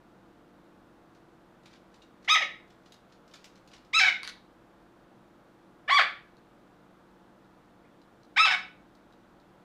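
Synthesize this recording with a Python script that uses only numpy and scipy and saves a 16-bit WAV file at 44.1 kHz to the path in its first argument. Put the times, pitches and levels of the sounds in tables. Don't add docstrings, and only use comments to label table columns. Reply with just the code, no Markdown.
import sys
import numpy as np
from scipy import signal
from scipy.fft import rfft, irfft, next_fast_len
from scipy.io import wavfile
from scipy.ndimage import map_coordinates

SR = 44100
rng = np.random.default_rng(int(sys.argv[2]) if len(sys.argv) > 2 else 0)


def store_wav(level_fs):
    pcm = np.round(np.clip(np.atleast_2d(level_fs), -1, 1) * 32767)
    wavfile.write(sys.argv[1], SR, pcm.T.astype(np.int16))


N = 425124
TOP_HZ = 15600

# [f/Hz, t60/s]
ROOM_DECAY = [(500, .32), (2000, 0.36), (4000, 0.35), (6500, 0.27), (9000, .29), (14000, 0.26)]

# [f/Hz, level/dB]
MOTOR_LINES = [(48.2, -76.5), (189.5, -67.5), (239, -72.5), (295, -69.5), (333, -69), (355, -72.5),
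               (474, -75.5), (523, -84.5), (588, -80), (707, -76), (855, -79)]
# [f/Hz, density/dB per Hz]
AIR_SPECTRUM = [(20, -16.5), (45, -12), (85, -15), (125, -6.5), (170, -6.5), (270, -7.5), (345, -7),
                (400, -11), (460, -9), (1410, -14.5), (2120, -24.5), (3000, -28.5), (3550, -28),
                (5000, -35), (9000, -41.5), (15500, -46)]
AIR_LEVEL_DB = -60

# [t/s, peak level/dB, rise/s]
FOOTFALLS = [(1.146, -56, 0.00325), (1.654, -47.5, .006), (1.724, -50, 0.014), (1.938, -52.5, 0.0055),
             (2.018, -53.5, .005), (2.242, -49, 0.0062), (2.698, -54, 0.0078), (2.855, -51, 0.0064),
             (2.921, -43, .0005), (3.119, -52, .006), (3.277, -53.5, .001), (3.335, -41.5, .005),
             (3.354, -45.5, .003), (3.442, -39.5, 0.00084), (3.553, -50.5, .004), (3.674, -51.5, .002),
             (3.729, -43.5, .01), (3.846, -54, 0.0032)]
# [f/Hz, level/dB]
CLAW_COLOUR = [(200, -16.5), (700, -6), (1800, 1.5), (3000, 2), (4200, 2.5), (7000, -4.5), (8500, -11.5),
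               (15000, -20.5)]
KNOCK_DB, KNOCK_GROWS_DB = -7.5, 3
SCUFF_DB, SCUFF_GROWS_DB = -23, 2.5
TOE_DB, TOE_GROWS_DB = -25.5, 7
TOE_GAP_S = 0.025

# [t/s, peak level/dB]
CLINK_TIMES = [(2.019, -50)]
# [f/Hz, relative level/dB, t60/s]
METAL_MODES = [(2830, -3, 0.077), (3483, -9.5, 0.1), (3764, -0.5, 0.073)]

# [t/s, leap to the clear note after/s, break after/s, time scale of the break/s, length/s, low f/Hz, top f/Hz,
#  level at start/dB, level at break/dB, level at end/dB, treble let out by the open beak/dB,
#  roughness of held note/0-1, roughness of rasp/0-1]
SQUAWK_CALLS = [ (2.275, .015, 0.08, .004, 0.12, 628, 1287, -18, -20.5, -31, 2.5, 0.05, .33),
                (3.928, .005, .070, .002, 0.12, 756.6, 1319, -22, -19, -17.5, 1, 0.13, .27),
                (5.876, .0245, .111, .0055, 0.15, 573.8, 1162, -21.5, -18, -20, -2, .09, .52),
                (8.360, .018, 0.095, .003, .138, 737, 1320, -16.5, -22.5, -24, 5.5, 0.09, .5)]
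# [f/Hz, level/dB]
THROAT_COLOURS = [
    [(300, -37.5), (480, -16), (750, -8), (1280, -5), (1550, -14), (1920, 10.5), (2550, -5.5), (3000, -0.5),
     (3850, -4), (4300, -18.5), (5100, -13.5), (6500, -18.5), (7600, -34.5), (9000, -37), (11000, -48)],
    [(300, -42.5), (520, -29.5), (760, -14), (1300, -6.5), (1550, -4.5), (2260, 3), (2650, -2), (3150, -6),
     (3900, -1.5), (4400, -13), (5300, -11.5), (6700, -20), (9000, -34.5), (11000, -44.5)],
    [(300, -39), (520, -21.5), (780, 0), (950, -7.5), (1170, 2), (1650, 0.5), (2050, 3.5), (2330, 1),
     (2750, -9.5), (3450, 1), (4000, -6), (4650, -7), (6100, -24.5), (8200, -28.5), (11000, -45)],
    [(300, -34.5), (540, -31), (760, -5), (950, -8), (1280, 6.5), (1600, -3), (2220, 4), (3050, -7),
     (3850, -2.5), (4350, -15.5), (5200, -7), (5900, -24.5), (6600, -23.5), (7500, -30), (9000, -33),
     (11000, -50.5)],
]
# [t/s, length/s, first f/Hz, f it sinks towards/Hz, level/dB, treble/dB, roughness/0-1]
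LAST_CROAKS = [ (2.401, .041, 1007, 460, -26, -4.5, .35), (4.038, 0.069, 1003, 724, -19, -9, .4),
               (8.497, 0.059, 1253, 705.4, -22, -4.5, .45)]
# [t/s, level/dB]
CHIRP_TIMES = [(7.838, -64)]

ATTACK_S = 0.011
LEAP_S = .0037
ARCH_DEPTH, ARCH_TOP = .24, .68
SETTLE_SHARE, SETTLE_S = .1, .01
WAVER, WAVER_RATE = .004, 110
ONSET_ROUGH, CRACK_ROUGH = .15, .13
SHUT_DB = -8
CLOSING_DB_PER_S = -51
SLACK_TREBLE_DB = -5
CROAK_SAG_S, CROAK_ARCH = .015, 0.46
CHIRP_S, CHIRP_FROM_HZ, CHIRP_TO_HZ = .026, 1700, 2700

# [t/s, peak level/dB]
BOWL_KNOCKS = [(4.231, -25.5), (4.249, -28.5), (4.275, -25.5)]
# [f/Hz, width/Hz, relative level/dB]
BOWL_MODES = [(1348, 1000, 2.5), (2191, 860, 6.5), (3045, 900, 4.5), (4530, 920, 7), (4926, 700, -3),
              (8978, 1500, -18)]

# [t/s, peak level/dB]
BEAK_PECKS = [(6.368, -55), (7.4447, -63.5), (8.0157, -55), (8.232, -53), (8.9507, -54), (9.1233, -56),
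              (9.3994, -58)]
# [f/Hz, level/dB]
PECK_COLOUR = [(500, -14), (2000, -10.5), (4000, 12), (6500, -3), (9000, -12), (15000, -19.5)]


def amp(db):
    return 10 ** (np.asarray(db) / 20)


def unit(x):
    return x / np.sqrt(np.mean(x ** 2) + 1e-20)


def along(points, hz):
    f, v = np.transpose(points)
    return np.interp(np.log(hz + 1), np.log(f), v)


def wobble(rate, size):
    knots = rng.standard_normal(int(size * rate / SR) + 4)
    return map_coordinates(knots, [np.arange(size) * rate / SR])


def filtered(x, response):
    m = next_fast_len(len(x) + 4096)
    spectrum = rfft(x, m) * response(np.fft.rfftfreq(m, 1 / SR))
    return irfft(spectrum, m)[:len(x)]


def add(track, s, sound):
    part = track[round(s * SR):][:len(sound)]
    part += sound[:len(part)]


def in_kitchen(x, walls_db, tail_db):
    hz, t, z = signal.stft(rng.standard_normal(SR // 2), SR, nperseg=256)
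    decay = amp(-60 * t / along(ROOM_DECAY, hz)[:, None])
    tail = signal.istft(z * decay, SR, nperseg=256)[1]
    tail *= 1 - np.exp(-np.arange(len(tail)) / SR / .008)
    room = amp(tail_db) * tail / np.linalg.norm(tail)
    delays = rng.uniform(.002, .022, size=8)
    room[(delays * SR).astype(int)] += amp(walls_db) / np.sqrt(len(delays))
    room[0] += 1
    return signal.fftconvolve(x, room)


def appliance(hum_trim_db=-1, drift_hz=0.89, waver_db=2):
    air = unit(filtered(rng.standard_normal(N), lambda hz: amp(along(AIR_SPECTRUM, hz))))
    hum = np.zeros(N)
    for hz, db in MOTOR_LINES:
        phase = 2 * np.pi * np.cumsum(hz + drift_hz * wobble(3, N)) / SR
        hum += np.sqrt(2) * amp(db + waver_db * wobble(3.3, N)) * np.sin(phase)
    return amp(AIR_LEVEL_DB) * air + amp(hum_trim_db) * hum


def tap(response, rise, t60, scuff_db, scuff_t60):
    t = np.arange(SR // 10) / SR
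    scuff = amp(scuff_db - 60 * t / scuff_t60) * rng.standard_normal(len(t)) ** 3
    contact = rng.standard_normal(len(t)) * amp(-60 * np.maximum(t - rise, 0) / t60)
    burst = (contact + scuff) * np.minimum(t / rise, 1)
    sound = filtered(np.pad(burst, (32, 0)), response)
    return sound / np.abs(sound).max()


def claws(dulling_db=-3, toe_scatter=.12, trim_db=1.0):
    track = np.zeros(N)
    for s, db, rise in FOOTFALLS:
        slowness = np.log2(1 + rise / .002)
        knock_db = KNOCK_DB + KNOCK_GROWS_DB * slowness
        top_db = dulling_db * slowness
        scuff_db = SCUFF_DB + SCUFF_GROWS_DB * slowness
        toe_db = TOE_DB + TOE_GROWS_DB * slowness

        def colour(hz):
            low = knock_db / (1 + (hz / 2500) ** 4)
            return amp(along(CLAW_COLOUR, hz) + low + top_db * (hz / 10000) ** 2)

        for toe in (-1, 0, 1):
            tick = tap(colour, rise, t60=0.022, scuff_db=scuff_db, scuff_t60=0.11)
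            tick = amp(db + toe_db * abs(toe)) * tick
            lag = toe * TOE_GAP_S * (1 + toe_scatter * rng.standard_normal())
            add(track, s + lag, in_kitchen(tick, walls_db=-3.5, tail_db=-5.5))
    return amp(trim_db) * track


def clinks(longest_t60=.06):
    t = np.arange(SR // 5) / SR
    ring = np.zeros(len(t))
    for hz, db, t60 in METAL_MODES:
        ring += amp(db - 60 * t / min(t60, longest_t60)) * np.sin(2 * np.pi * hz * t)
    ring /= np.abs(ring).max()
    track = np.zeros(N)
    for s, db in CLINK_TIMES:
        add(track, s, amp(db) * in_kitchen(ring, walls_db=-6, tail_db=-6))
    return track


def syrinx(pitch, rough, throat, jitter=.045, wander=0.046, split=0.49, uneven_db=3.0,
           rasp_db=-9, breath_db=-26, hiss_db=4):
    size = len(pitch)
    unsteady = jitter * wobble(900, size) + wander * wobble(130, size)
    phase = 2 * np.pi * np.cumsum(pitch * (1 + rough * unsteady)) / SR
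    k = np.arange(2, 50)[:, None] / 2
    hz = k * pitch
    alternation = np.where(k % 1, split * rough * wobble(90, size), 1)
    strength = alternation * amp(along(throat, hz)) * (hz < TOP_HZ)
    strength *= amp(uneven_db * np.array([wobble(70, size) for _ in k]))
    partials = strength * np.sin(k * phase + rng.uniform(0, 2 * np.pi, k.shape))
    tone = partials.sum(axis=0) / np.sqrt(np.sum(strength ** 2, axis=0) / 2)
    puffs = rng.standard_normal(size) * (1 + np.cos(phase))
    rasp = unit(filtered(puffs, lambda f: amp(along(throat, f) + hiss_db * np.minimum(f / 6000, 1))))
    return tone + (amp(breath_db) + amp(rasp_db) * rough) * rasp


def squawk(pitch, db, rough, beak_db, throat, flutter_db=6, throb_db=6, throb_hz=142, throb_drift=.2):
    t = np.arange(len(pitch)) / SR
    throb_rate = throb_hz * (1 + throb_drift * wobble(80, len(t)))
    throb = np.sin(2 * np.pi * np.cumsum(throb_rate) / SR)
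    flutter = np.tanh(wobble(500, len(t)))
    bursts = amp(rough * (flutter_db * flutter + throb_db * throb))
    voice = unit(syrinx(pitch, rough, throat) * bursts)
    treble = filtered(voice, lambda f: 1 / (1 + (2800 / (f + 1)) ** 12))
    voice = voice + (amp(beak_db) - 1) * treble
    edges = np.clip(np.minimum(t, t[-1] - t) / 0.0065, 0, 1)
    return voice * amp(db) * edges


def call(leap_s, break_s, letting_go_s, length, low_hz, top_hz, start_db, break_db, end_db,
         open_db, clear, rasp, throat):
    t = np.arange(0, length, 1 / SR)
    before_leap = 1 / (1 + np.exp((t - leap_s) / LEAP_S))
    broken = 1 / (1 + np.exp((break_s - t) / letting_go_s))
    tension = (1 - before_leap) * (1 - broken)
    progress = np.clip((t - leap_s) / (break_s - leap_s), 0, 1)
    note_hz = top_hz * (1 - ARCH_DEPTH * (progress - ARCH_TOP) ** 2)
    slack_hz = low_hz * (1 + SETTLE_SHARE * broken * np.exp(-np.abs(t - break_s) / SETTLE_S))
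    pitch = slack_hz + (note_hz - slack_hz) * tension
    pitch = pitch * (1 + WAVER * wobble(WAVER_RATE, len(t)))
    rough = clear + (rasp - clear) * broken
    rough = rough + ONSET_ROUGH * before_leap + CRACK_ROUGH * np.sin(np.pi * broken)
    db = np.interp(t, [0, break_s, length], [start_db, break_db, end_db])
    gape_db = SHUT_DB * before_leap + CLOSING_DB_PER_S * np.maximum(t - break_s, 0)
    beak_db = open_db + gape_db + SLACK_TREBLE_DB * (1 - tension)
    return squawk(pitch, db, rough, beak_db, throat) * (1 - np.exp(-t / ATTACK_S))


def croak(length, first_hz, last_hz, db, beak_db, rough, throat):
    t = np.arange(0, length, 1 / SR)
    pitch = last_hz + (first_hz - last_hz) * np.exp(-t / CROAK_SAG_S)
    swell = np.abs(np.sin(np.pi * t / length)) ** CROAK_ARCH
    return squawk(pitch, db, rough, beak_db, throat) * swell


def chirp(db):
    progress = np.arange(0, CHIRP_S, 1 / SR) / CHIRP_S
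    pitch = CHIRP_FROM_HZ + (CHIRP_TO_HZ - CHIRP_FROM_HZ) * progress
    return amp(db) * np.sin(np.pi * progress) * np.sin(2 * np.pi * np.cumsum(pitch) / SR)


def parrot(trim_db=-1.5):
    starts = [row[0] for row in SQUAWK_CALLS]
    sounds = [(s, call(*shape, throat)) for (s, *shape), throat in zip(SQUAWK_CALLS, THROAT_COLOURS)]
    for s, *shape in LAST_CROAKS:
        throat = THROAT_COLOURS[np.searchsorted(starts, s) - 1]
        sounds.append((s, croak(*shape, throat)))
    sounds += [(s, chirp(db)) for s, db in CHIRP_TIMES]
    track = np.zeros(N)
    for s, sound in sounds:
        add(track, s, in_kitchen(sound, walls_db=-7, tail_db=-5.0))
    return amp(trim_db) * track


def plastic(f):
    total = 0
    for k, (hz, width, db) in enumerate(BOWL_MODES):
        damping = 1j * f * width
        total = total + (-1) ** k * amp(db) * damping / (hz * hz - f * f + damping)
    return total / (1 + (f / 11500) ** 8)


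def bowl():
    track = np.zeros(N)
    for s, db in BOWL_KNOCKS:
        knock = tap(plastic, rise=0.00042, t60=0.0048, scuff_db=-30.5, scuff_t60=.12)
        add(track, s, amp(db) * in_kitchen(knock, walls_db=-4.0, tail_db=-6.5))
    return track


def pecks():
    track = np.zeros(N)
    for s, db in BEAK_PECKS:
        tick = tap(lambda hz: amp(along(PECK_COLOUR, hz)), rise=.0005, t60=0.011,
                   scuff_db=-31.5, scuff_t60=.06)
        add(track, s, amp(db) * in_kitchen(tick, walls_db=-3.0, tail_db=-10.5))
    return track


def scene():
    return (appliance() + claws() + clinks() + parrot() + bowl() + pecks())[None]


def record(dry):
    return filtered(dry[0], lambda hz: hz < TOP_HZ)[None]


dry = scene()
out = record(dry)
store_wav(out)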